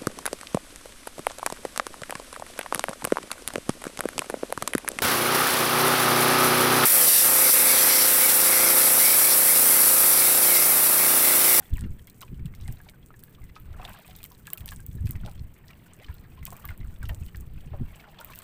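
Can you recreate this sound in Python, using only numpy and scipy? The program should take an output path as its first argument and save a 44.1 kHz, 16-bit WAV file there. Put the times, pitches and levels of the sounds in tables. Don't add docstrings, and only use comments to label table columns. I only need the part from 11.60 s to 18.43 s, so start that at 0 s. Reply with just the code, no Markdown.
import sys
import numpy as np
from scipy import signal
from scipy.fft import rfft, irfft, next_fast_len
from scipy.io import wavfile
from scipy.ndimage import uniform_filter1d

SR = 44100
rng = np.random.default_rng(int(sys.argv[2]) if len(sys.argv) > 2 else 0)


def file_out(sig):
    cols = np.atleast_2d(sig).T
    lim = np.clip(cols, -1, 1)
    pcm = np.round(lim * 32767).astype(np.int16)
    wavfile.write(sys.argv[1], SR, pcm)


N = 301203

# t/s, gurgle level/dB, froth level/dB, spray level/dB
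LAPS = [(0.0, -61, -63, -61.5), (0.27, -68, -69, -71), (0.49, -71.5, -71, -66.5), (0.89, -71.5, -72, -71.5),
        (1.08, -65, -65, -65), (1.18, -63.5, -65.5, -64.5), (1.31, -67, -74.5, -71), (1.54, -87, -74, -74),
        (1.69, -68.5, -70.5, -70), (1.94, -76, -68, -72.5), (2.19, -56.5, -66.5, -66.5),
        (2.34, -50, -60, -59.5), (2.49, -62, -60, -60.5), (2.7, -73, -70, -64.5), (2.91, -77, -69.5, -63.5),
        (3.06, -57.5, -67.5, -57), (3.23, -80, -69.5, -63), (3.44, -69, -69, -67.5),
        (3.58, -60.5, -66, -66.5), (3.82, -68, -72, -71), (4.28, -64, -66, -67.5),
        (4.73, -66.5, -68.5, -72.5), (4.89, -68, -67, -71), (5.0, -54.5, -64.5, -63),
        (5.19, -65.5, -69, -71.5), (5.44, -68, -70, -68.5), (5.59, -63.5, -68.5, -64.5),
        (5.84, -68.5, -70, -70), (6.11, -61, -67, -72.5), (6.31, -60.5, -65, -69), (6.6, -57.5, -62, -65),
        (6.83, -56, -60, -60)]
# t/s, level/dB, f/Hz
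LOUD_BUBBLES = [(.005, -52.5, 877), (.133, -52, 3450), (.16, -52.5, 2790), (.162, -53.5, 956),
                (.179, -45, 1970), (.237, -51.5, 2790), (.242, -53.5, 2040), (.472, -55.5, 3270),
                (.612, -46, 3920), (.616, -43.5, 1500), (.624, -41.5, 1168), (.625, -43.5, 2800),
                (.856, -49.5, 3420), (.937, -51.5, 2210), (1.056, -51, 2090), (1.076, -52, 890),
                (1.081, -47.5, 2120), (1.201, -48.5, 1676), (1.266, -55, 824), (1.286, -48.5, 2350),
                (1.287, -51.5, 3960), (1.336, -53, 1610), (1.504, -50.5, 1320), (1.54, -51.5, 1860),
                (1.833, -56, 2070), (1.891, -52, 2000), (1.96, -51, 2340), (1.961, -45, 1253),
                (2.139, -51.5, 1420), (2.193, -45.5, 1044), (2.194, -48, 747), (2.215, -46, 2640),
                (2.224, -46.5, 1270), (2.228, -44.5, 780), (2.25, -41.5, 3500), (2.252, -43, 716),
                (2.276, -49, 2720), (2.28, -51, 1142), (2.285, -47, 1610), (2.303, -53, 1653),
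                (2.344, -51, 1620), (2.446, -52, 2420), (2.485, -51, 740), (2.552, -49, 4500),
                (2.603, -52, 2450), (2.646, -51.5, 3110), (2.651, -51, 2330), (2.711, -51, 1040),
                (2.869, -44, 2880), (2.873, -41, 1650), (2.901, -51, 1170), (2.927, -51.5, 693),
                (2.929, -41, 2670), (2.931, -51, 1710), (2.953, -53, 1334), (2.976, -46, 2920),
                (3.006, -51, 3160), (3.079, -50.5, 1790), (3.118, -41, 1730), (3.119, -48, 1170),
                (3.123, -47.5, 3320), (3.195, -50.5, 1590), (3.468, -46.5, 2440), (3.498, -47.5, 1940),
                (3.554, -43.5, 2240), (3.633, -47.5, 1570), (3.648, -51, 3940), (3.649, -43, 742),
                (3.674, -46.5, 1530), (3.676, -44, 895), (4.04, -57, 1900), (4.089, -55, 1990),
                (4.105, -48, 2480), (4.131, -55, 3000), (4.425, -48.5, 2060), (4.444, -47, 2990),
                (4.483, -50, 1730), (4.491, -50.5, 1077), (4.776, -51.5, 1010), (4.827, -47, 2100),
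                (4.862, -39, 3480), (4.863, -43, 2300), (4.876, -43, 1007), (4.921, -47, 766),
                (4.923, -44.5, 986), (5.043, -40, 1190), (5.05, -45.5, 1690), (5.088, -42, 2170),
                (5.105, -41, 1504), (5.21, -53.5, 1970), (5.33, -60, 1500), (5.427, -41.5, 1650),
                (5.454, -45.5, 3000), (5.491, -40.5, 1920), (5.492, -47, 695), (5.492, -39, 2600),
                (5.493, -46, 1080), (5.504, -46, 734), (5.625, -51, 2670), (5.683, -49.5, 2980),
                (5.746, -44.5, 1915), (5.976, -53, 2360), (6.133, -48, 1070), (6.135, -41.5, 639),
                (6.137, -51, 820), (6.396, -50, 2310), (6.439, -47, 1530), (6.476, -47.5, 830),
                (6.586, -46, 3610), (6.591, -43, 896), (6.611, -43, 1430), (6.696, -45, 1150),
                (6.733, -50, 2600)]
# t/s, length/s, start f/Hz, end f/Hz, level/dB
CAVITIES = [(4.382, .052, 290, 1000, -53), (4.312, .028, 850, 1550, -60), (.152, .025, 3200, 1900, -48)]
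# t/s, level/dB, middle band re top band/dB, crack re level/dB
LOUD_DROPLETS = [(.0327, -45, -4, -21), (.0456, -39, -17, -12), (.139, -33, -4, -10), (.1544, -39, -19, -8),
                 (.1716, -32, -9, -10), (.1924, -39.5, 8, 3), (.2095, -32.5, -0.5, 0),
                 (.4716, -34, -11, -35), (.499, -35, -9, -20), (.608, -36, -5, -25), (.6172, -27, -7, -17),
                 (.6254, -42, -10, 7), (.8574, -33, -9, -23), (.9505, -37, -21, 3), (1.0115, -40, 0, 8),
                 (1.079, -34.5, 25, 1), (1.1253, -28, -21, -29), (1.2155, -40, -28, -27),
                 (1.2971, -38, 22, -2), (1.4615, -40.5, 0, -8), (1.5937, -39, -5, 0),
                 (1.6376, -28, -12.5, -6.5), (1.8084, -51, -9, -8), (1.8413, -39, -5.5, -17),
                 (1.9559, -49, 5, 10), (2.0003, -37, -16, -12), (2.2941, -33, -8, -12),
                 (2.3336, -36.5, 17, -0.5), (2.4661, -38.5, 0, -1), (2.4785, -36, -17, -11),
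                 (2.5639, -27, -22, -23), (2.631, -27.5, -3, -1), (2.6411, -24, -7, -5.5),
                 (2.652, -38, 9, -9), (2.661, -33, -14, -14), (2.7189, -34, -10, 1),
                 (2.8702, -23.5, -6, -6), (2.9027, -26.5, -8.5, -9.5), (2.926, -50, -10, 2),
                 (2.9338, -12, -23, -13.5), (2.975, -29.5, -12, -3), (2.981, -34, 12, -7),
                 (3.0072, -36, -5, -3), (3.059, -27, -21, -4), (3.076, -40, 2, -23), (3.08, -31.5, 0, 5.5),
                 (3.0896, -31, 18, 11.5), (3.1093, -30.5, -2.5, -10), (3.1196, -29, -5, -10),
                 (3.1352, -34, -10, -9), (3.1616, -40, 5, -28), (3.2042, -37, -2, -23),
                 (3.2645, -26.5, -9.5, -9), (3.3533, -38, -7, -11), (3.457, -39, -21, 2),
                 (3.4621, -37, -3, -1), (3.4703, -34, 15, 2), (3.4917, -32.5, 1, -1),
                 (3.509, -21, -24, -11), (3.519, -39, 6, -20), (3.6621, -34, 1.5, 5.5), (3.696, -39, -2, 2),
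                 (3.7142, -37, -2.5, -1), (4.0826, -47, -16, 10), (4.3353, -42.5, 7, -5),
                 (4.5431, -38, -25, -12), (4.8316, -41, -8, -15), (4.8537, -22, -14, -32),
                 (4.8686, -30, 12, -10), (4.878, -34, -8.5, -15), (4.905, -31, -10, -29),
                 (4.9182, -33, -7, -12), (4.9295, -31, -16, -20), (4.9667, -29.5, -9.5, -27),
                 (5.0537, -27.5, -29, -7), (5.0767, -37, -14, -4), (5.0877, -36, -11, -5),
                 (5.1037, -34, -6, -9), (5.1772, -36.5, -20, -17), (5.4306, -34.5, -0.5, 1.5),
                 (5.4556, -43, 8, 10), (5.4894, -29, -11, -31), (5.5468, -31.5, -3, -7),
                 (5.6639, -38.5, -5, 0), (5.759, -36.5, -2.5, 1.5), (5.77, -33.5, -9, -13),
                 (5.8083, -37, -6.5, -11), (6.2546, -53, -19, -15), (6.359, -40, -3.5, -22),
                 (6.6035, -37, -9, -3), (6.6109, -31, -5, -19), (6.6472, -24, -15, -9),
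                 (6.705, -36, -16, -14.5), (6.751, -35.5, -27.5, -23), (6.758, -27.5, -6.5, -11),
                 (6.777, -34, -14.5, -17), (6.789, -22.5, -12, -13), (6.8203, -38.5, -1, -3)]
# t/s, level/dB
GUST_LEVELS = [(0.0, -64), (0.07, -51), (0.13, -28), (0.32, -33.5), (0.36, -44), (0.55, -57), (0.74, -34),
               (0.78, -45), (0.86, -31), (0.91, -37), (0.97, -43.5), (1.1, -30.5), (1.16, -50),
               (1.75, -55.5), (1.86, -34), (1.96, -56), (2.02, -38.5), (2.19, -32), (2.43, -64),
               (2.53, -44.5), (2.97, -62), (3.01, -37.5), (3.16, -42.5), (3.46, -25.5), (3.5, -30.5),
               (3.69, -36), (3.75, -38), (3.8, -33.5), (3.99, -54), (4.45, -52), (4.51, -34), (4.57, -43),
               (4.75, -47), (4.77, -45.5), (4.94, -38.5), (5.0, -55), (5.12, -28), (5.16, -48),
               (5.21, -34.5), (5.31, -38), (5.34, -32), (5.5, -32.5), (5.52, -25.5), (5.55, -35),
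               (5.69, -38), (5.73, -51), (5.78, -29), (5.82, -31), (5.84, -40), (6.16, -32), (6.22, -29.5),
               (6.39, -53), (6.62, -52), (6.83, -54)]
# t/s, level/dB, f/Hz, flutter level/dB
EDDIES = [(0.127, -23.5, 121.4, -32), (0.218, -25.5, 75.4, -37.5), (0.238, -25.5, 200, -44),
          (0.248, -27, 113, -33.5), (0.307, -33, 72.5, -49), (0.718, -30, 78, -33), (0.795, -32, 74, -34.5),
          (0.85, -26.5, 152, -35), (1.03, -30, 74.6, -67), (1.089, -25.5, 116, -42), (2.105, -29, 77, -59),
          (3.283, -29.5, 75.6, -45), (3.35, -27, 108, -37.5), (3.403, -18, 77, -39),
          (3.439, -24.5, 114, -32.5), (3.492, -30, 96, -34), (3.549, -25, 84, -40), (3.636, -45, 99, -37),
          (3.804, -34, 99, -44), (4.49, -27, 78, -63), (5.09, -29, 87, -52), (5.198, -56, 150, -38),
          (5.438, -25.5, 104, -60), (5.512, -23.5, 78, -60), (5.57, -29.5, 108, -60), (5.611, -28, 80, -49),
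          (5.745, -31.5, 82, -64), (5.861, -36, 128, -65), (6.063, -32, 139, -43), (6.117, -29, 75.4, -46),
          (6.207, -22.5, 90.6, -26.5), (6.212, -25, 191, -56)]
# f/Hz, relative density/dB
RUMBLE_SPECTRUM = [(8.8, 13), (15, -1), (28, 0), (86, -2), (113, -11), (143, -11), (225, -30), (300, -38),
                   (390, -42), (660, -120)]
# f/Hz, relative density/dB
FLUTTER_SPECTRUM = [(71, -1), (120, 5.5), (228, -6), (402, -21.5), (433, -26.5), (650, -48), (700, -63),
                    (910, -74), (1540, -120)]
# f/Hz, relative density/dB
SEA_SPECTRUM = [(35, -2), (60, -2.5), (168, 7), (256, -3), (490, -7), (650, -19), (1300, -19.5),
                (2600, -23.5), (3600, -41), (5300, -67), (6600, -47), (8320, -30), (11000, -52),
                (14900, -20.5), (16000, -39)]
# f/Hz, width/Hz, gain/dB
PORT_MODES = [(8250, 850, 7.5), (14700, 650, 11), (12500, 610, 8)]


def bubbles(rows):
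    ring_at_1khz_s, ring_exponent = 0.013, -0.79
    out = np.zeros(N)
    white = rng.standard_normal(N)
    for (s, db, hz), (ring_draw, glide_draw) in zip(rows, rng.standard_normal((len(rows), 2))):
        ring_s = ring_at_1khz_s * (hz / 1000) ** ring_exponent * np.exp(.15 * ring_draw)
        glide_octaves = -.06 + .11 * glide_draw
        noise = white[int(s * SR):][:int(4 * ring_s * SR)]
        age = np.arange(len(noise)) / SR / ring_s
        phase = 2 * np.pi * np.cumsum(hz * 2 ** (glide_octaves * np.minimum(age, 1.5))) / SR
        envelope = (1 - np.exp(-6 * age)) * np.exp(-age)
        slap = rms_one(band(noise, 0.46 * hz, 1.233 * hz))
        raggedness = .4 + hz / 5500
        add(out, s, amp(db) * envelope * (1.5 * np.sin(phase) + raggedness * slap))
    return out


def faint_bubbles(froth_db, count=170):
    when, size, pitch = rng.random((count, 3)).T
    db = -58 + 5 * (size - .5)
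    hz = 1100 * 3.9 ** pitch ** .7
    return list(zip(crowded_times(froth_db, 1.2, when), db, hz))


def gulps():
    out = np.zeros(N)
    for s, length_s, start_hz, end_hz, db in CAVITIES:
        progress = np.linspace(0, 1, int(length_s * SR))
        phase = 2 * np.pi * np.cumsum(start_hz * (end_hz / start_hz) ** progress) / SR
        add(out, s, amp(db) * np.sqrt(np.sin(np.pi * progress) + 1e-9) * np.sin(phase))
    return out


def droplets(rows):
    snap_s, fizz_s = 0.00017, 0.013
    top, middle, crack = np.zeros((3, N))
    t = np.arange(1400) / SR
    noises = rng.standard_normal((len(rows), len(t))) * (t > 0)
    spatters = np.repeat(amp(3 * rng.standard_normal((len(rows), 28))), 50, axis=1)
    for (s, db, middle_db, crack_db), noise, spatter in zip(rows, noises, spatters):
        fizz_db = -20.5 - .45 * (db + 40)
        tail = amp(fizz_db) * spatter * np.exp(-t / fizz_s)
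        burst = 1.86 * (t == 0) + noise * (np.exp(-t / snap_s) + tail)
        add(top, s, amp(db - max(middle_db, 0)) * burst)
        add(middle, s, amp(db + min(middle_db, 0)) * burst)
        add(crack, s, amp(db + crack_db) * burst)
    top = signal.sosfilt(signal.butter(2, 11000, "high", fs=SR, output="sos"), top)
    return amp(2) * top + amp(5) * band(middle, 5650, 12600) + amp(3) * band(crack, 2800, 6500)


def faint_droplets(spray_db, count=120):
    when, size, middle, crack = rng.random((count, 4)).T
    db = -52.5 + 6 * (size - .5)
    return list(zip(crowded_times(spray_db, 0.82, when), db, -24 + 36 * middle, -26 + 22 * crack))


def gurgle(level_db):
    clicks = grains(per_s=400 * amp(3.7 * drift(14)), spread_db=1.5)
    pitch_index = rng.integers(0, 24, N)
    rings, wash = np.zeros((2, N))
    for k, hz in enumerate(np.geomspace(600, 3300, 24)):
        ring = resonance(clicks * (pitch_index == k) + 1e-18, hz, 0.071 * hz)
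        rings += resonance(ring, hz, 0.51 * hz) * (hz / 1000) ** -.9
    white = rng.standard_normal(N)
    edges_hz = np.geomspace(550, 4500, 7)
    for low_hz, high_hz in zip(edges_hz, edges_hz[1:]):
        wash += band(white, low_hz, high_hz) * amp(4.5 * drift(7.7)) * (low_hz / 1000) ** -.7
    return amp(level_db) * (amp(-1) * rms_one(rings) + amp(-10) * rms_one(wash))


def froth(level_db):
    clicks = grains(per_s=2500 * amp(3.4 * drift(28)), spread_db=5.5)
    pitch_index = rng.integers(0, 12, N)
    pops = np.zeros(N)
    for k, hz in enumerate(np.geomspace(1700, 4600, 12)):
        pops += resonance(clicks * (pitch_index == k) + 1e-18, hz, 0.14 * hz) * (hz / 2000) ** -1.1
    return amp(level_db - 3.5) * rms_one(band(pops, 1380, 4300))


def spray(level_db):
    bands = [(3960, 5000, 0), (5900, 6200, 6), (9300, 35000, 9), (5100, 22000, 1)]
    clumps_db = 5.9 * drift(38)
    clicks = grains(per_s=700 * amp(clumps_db), spread_db=3.5)
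    size_index = rng.integers(0, 4, N)
    crackle = np.zeros(N)
    for k, (low_hz, high_hz, db) in enumerate(bands):
        crackle += amp(db) * band(clicks * (size_index == k) + 1e-18, low_hz, high_hz)
    hiss = band(rng.standard_normal(N), 4100, 14000) * amp(clumps_db)
    return amp(level_db) * (amp(-4.5) * rms_one(crackle) + amp(-9) * rms_one(hiss))


def wind():
    calm_rumble_db, calm_flutter_db = -51, -57
    shake_lag_s, shake_width_s = .01, .013
    gust_db, = envelopes(GUST_LEVELS)
    lumps_db = 3.5 * drift(16)
    rumble = amp(gust_db + lumps_db) * steadied(coloured(RUMBLE_SPECTRUM), window_s=0.0534)
    flutter_gain = amp(calm_flutter_db + 0.42 * (gust_db - calm_rumble_db) + 0.79 * lumps_db)
    offset_s = np.arange(-2000, 2000) / SR
    shake = np.exp(-(offset_s / shake_width_s) ** 2)
    for s, db, hz, shake_db in EDDIES:
        cycles = np.arange(int(3 * SR / hz)) * hz / SR
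        envelope = 3.47 * cycles * np.exp(-1.6 * cycles)
        add(rumble, s, -amp(db) * envelope * np.sin(2 * np.pi * cycles))
        add(flutter_gain, s + shake_lag_s + offset_s[0], amp(shake_db) * shake)
    return rumble + flutter_gain * steadied(coloured(FLUTTER_SPECTRUM), window_s=0.0297)


def far_sea(level_db=-56):
    return amp(level_db + 0.48 * drift(3.5)) * coloured(SEA_SPECTRUM)


def microphone_ports(x):
    return x + sum((amp(db) - 1) * resonance(x, hz, width_hz) for hz, width_hz, db in PORT_MODES)


def amp(db):
    return 10 ** (np.asarray(db) / 20)


def rms_one(x):
    return x / np.sqrt(np.mean(x ** 2) + 1e-20)


def envelopes(rows):
    s, *columns = np.transpose(rows)
    return [np.interp(np.arange(N) / SR, s, column) for column in columns]


def drift(corner_hz):
    pole = np.exp(-40 * np.pi * corner_hz / SR)
    white = rng.standard_normal(N // 20 + 2002)
    slow = signal.lfilter([1], [1, -2 * pole, pole * pole], white)[2000:]
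    return np.interp(np.arange(N) / 20, np.arange(len(slow)), rms_one(slow))


def coloured(spectrum):
    size = next_fast_len(N)
    hz, db = np.transpose(spectrum)
    grid_hz = np.fft.rfftfreq(size, 1 / SR) + 1
    gain = amp(np.interp(np.log(grid_hz), np.log(hz), db))
    return rms_one(irfft(rfft(rng.standard_normal(size)) * gain, size)[:N])


def steadied(x, window_s):
    return x / np.sqrt(uniform_filter1d(x ** 2, int(window_s * SR)) + 0.0085)


def band(x, low_hz, high_hz):
    edges_hz = [low_hz, min(high_hz, .45 * SR)]
    return signal.sosfilt(signal.butter(2, edges_hz, "band", fs=SR, output="sos"), x)


def resonance(x, hz, width_hz):
    r = np.exp(-np.pi * width_hz / SR)
    feedback = [1, -2 * r * np.cos(2 * np.pi * hz / SR), r * r]
    return signal.lfilter(np.array([1, 0, -1]) * (1 - r * r) / 2, feedback, x)


def grains(per_s, spread_db):
    sizes = amp(spread_db * np.minimum(rng.exponential(1, N), 4)) * rng.choice([-1, 1], N)
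    return sizes * (rng.random(N) < per_s / SR) + 1e-18


def crowded_times(level_db, exponent, draws):
    cumulative = np.cumsum(amp(exponent * (level_db - level_db.mean())))
    return np.interp(draws, cumulative / cumulative[-1], np.arange(N) / SR)


def add(out, s, sound):
    start = int(s * SR)
    out[start:start + len(sound)] += sound[:max(N - start, 0)]


def scene():
    gurgle_db, froth_db, spray_db = envelopes(LAPS)
    water = gurgle(gurgle_db) + froth(froth_db)
    bubble_rows = LOUD_BUBBLES + faint_bubbles(froth_db)
    roughness = amp(3 * drift(290))
    water += roughness * (bubbles(bubble_rows) + gulps())
    water += spray(spray_db) + droplets(LOUD_DROPLETS + faint_droplets(spray_db))
    return (microphone_ports(water) + far_sea() + wind())[None]


def record(dry):
    high_pass_hz, step_hz, step_db, cutoff_hz = 12, 15450, -17, 16600
    x = signal.sosfilt(signal.butter(1, high_pass_hz, "high", fs=SR, output="sos"), dry)
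    below_step = signal.sosfiltfilt(signal.ellip(10, .2, 30, step_hz, fs=SR, output="sos"), x)
    stepped = below_step + amp(step_db) * (x - below_step)
    return signal.sosfilt(signal.ellip(10, .2, 60, cutoff_hz, fs=SR, output="sos"), stepped)


dry = scene()
out = record(dry)
file_out(out)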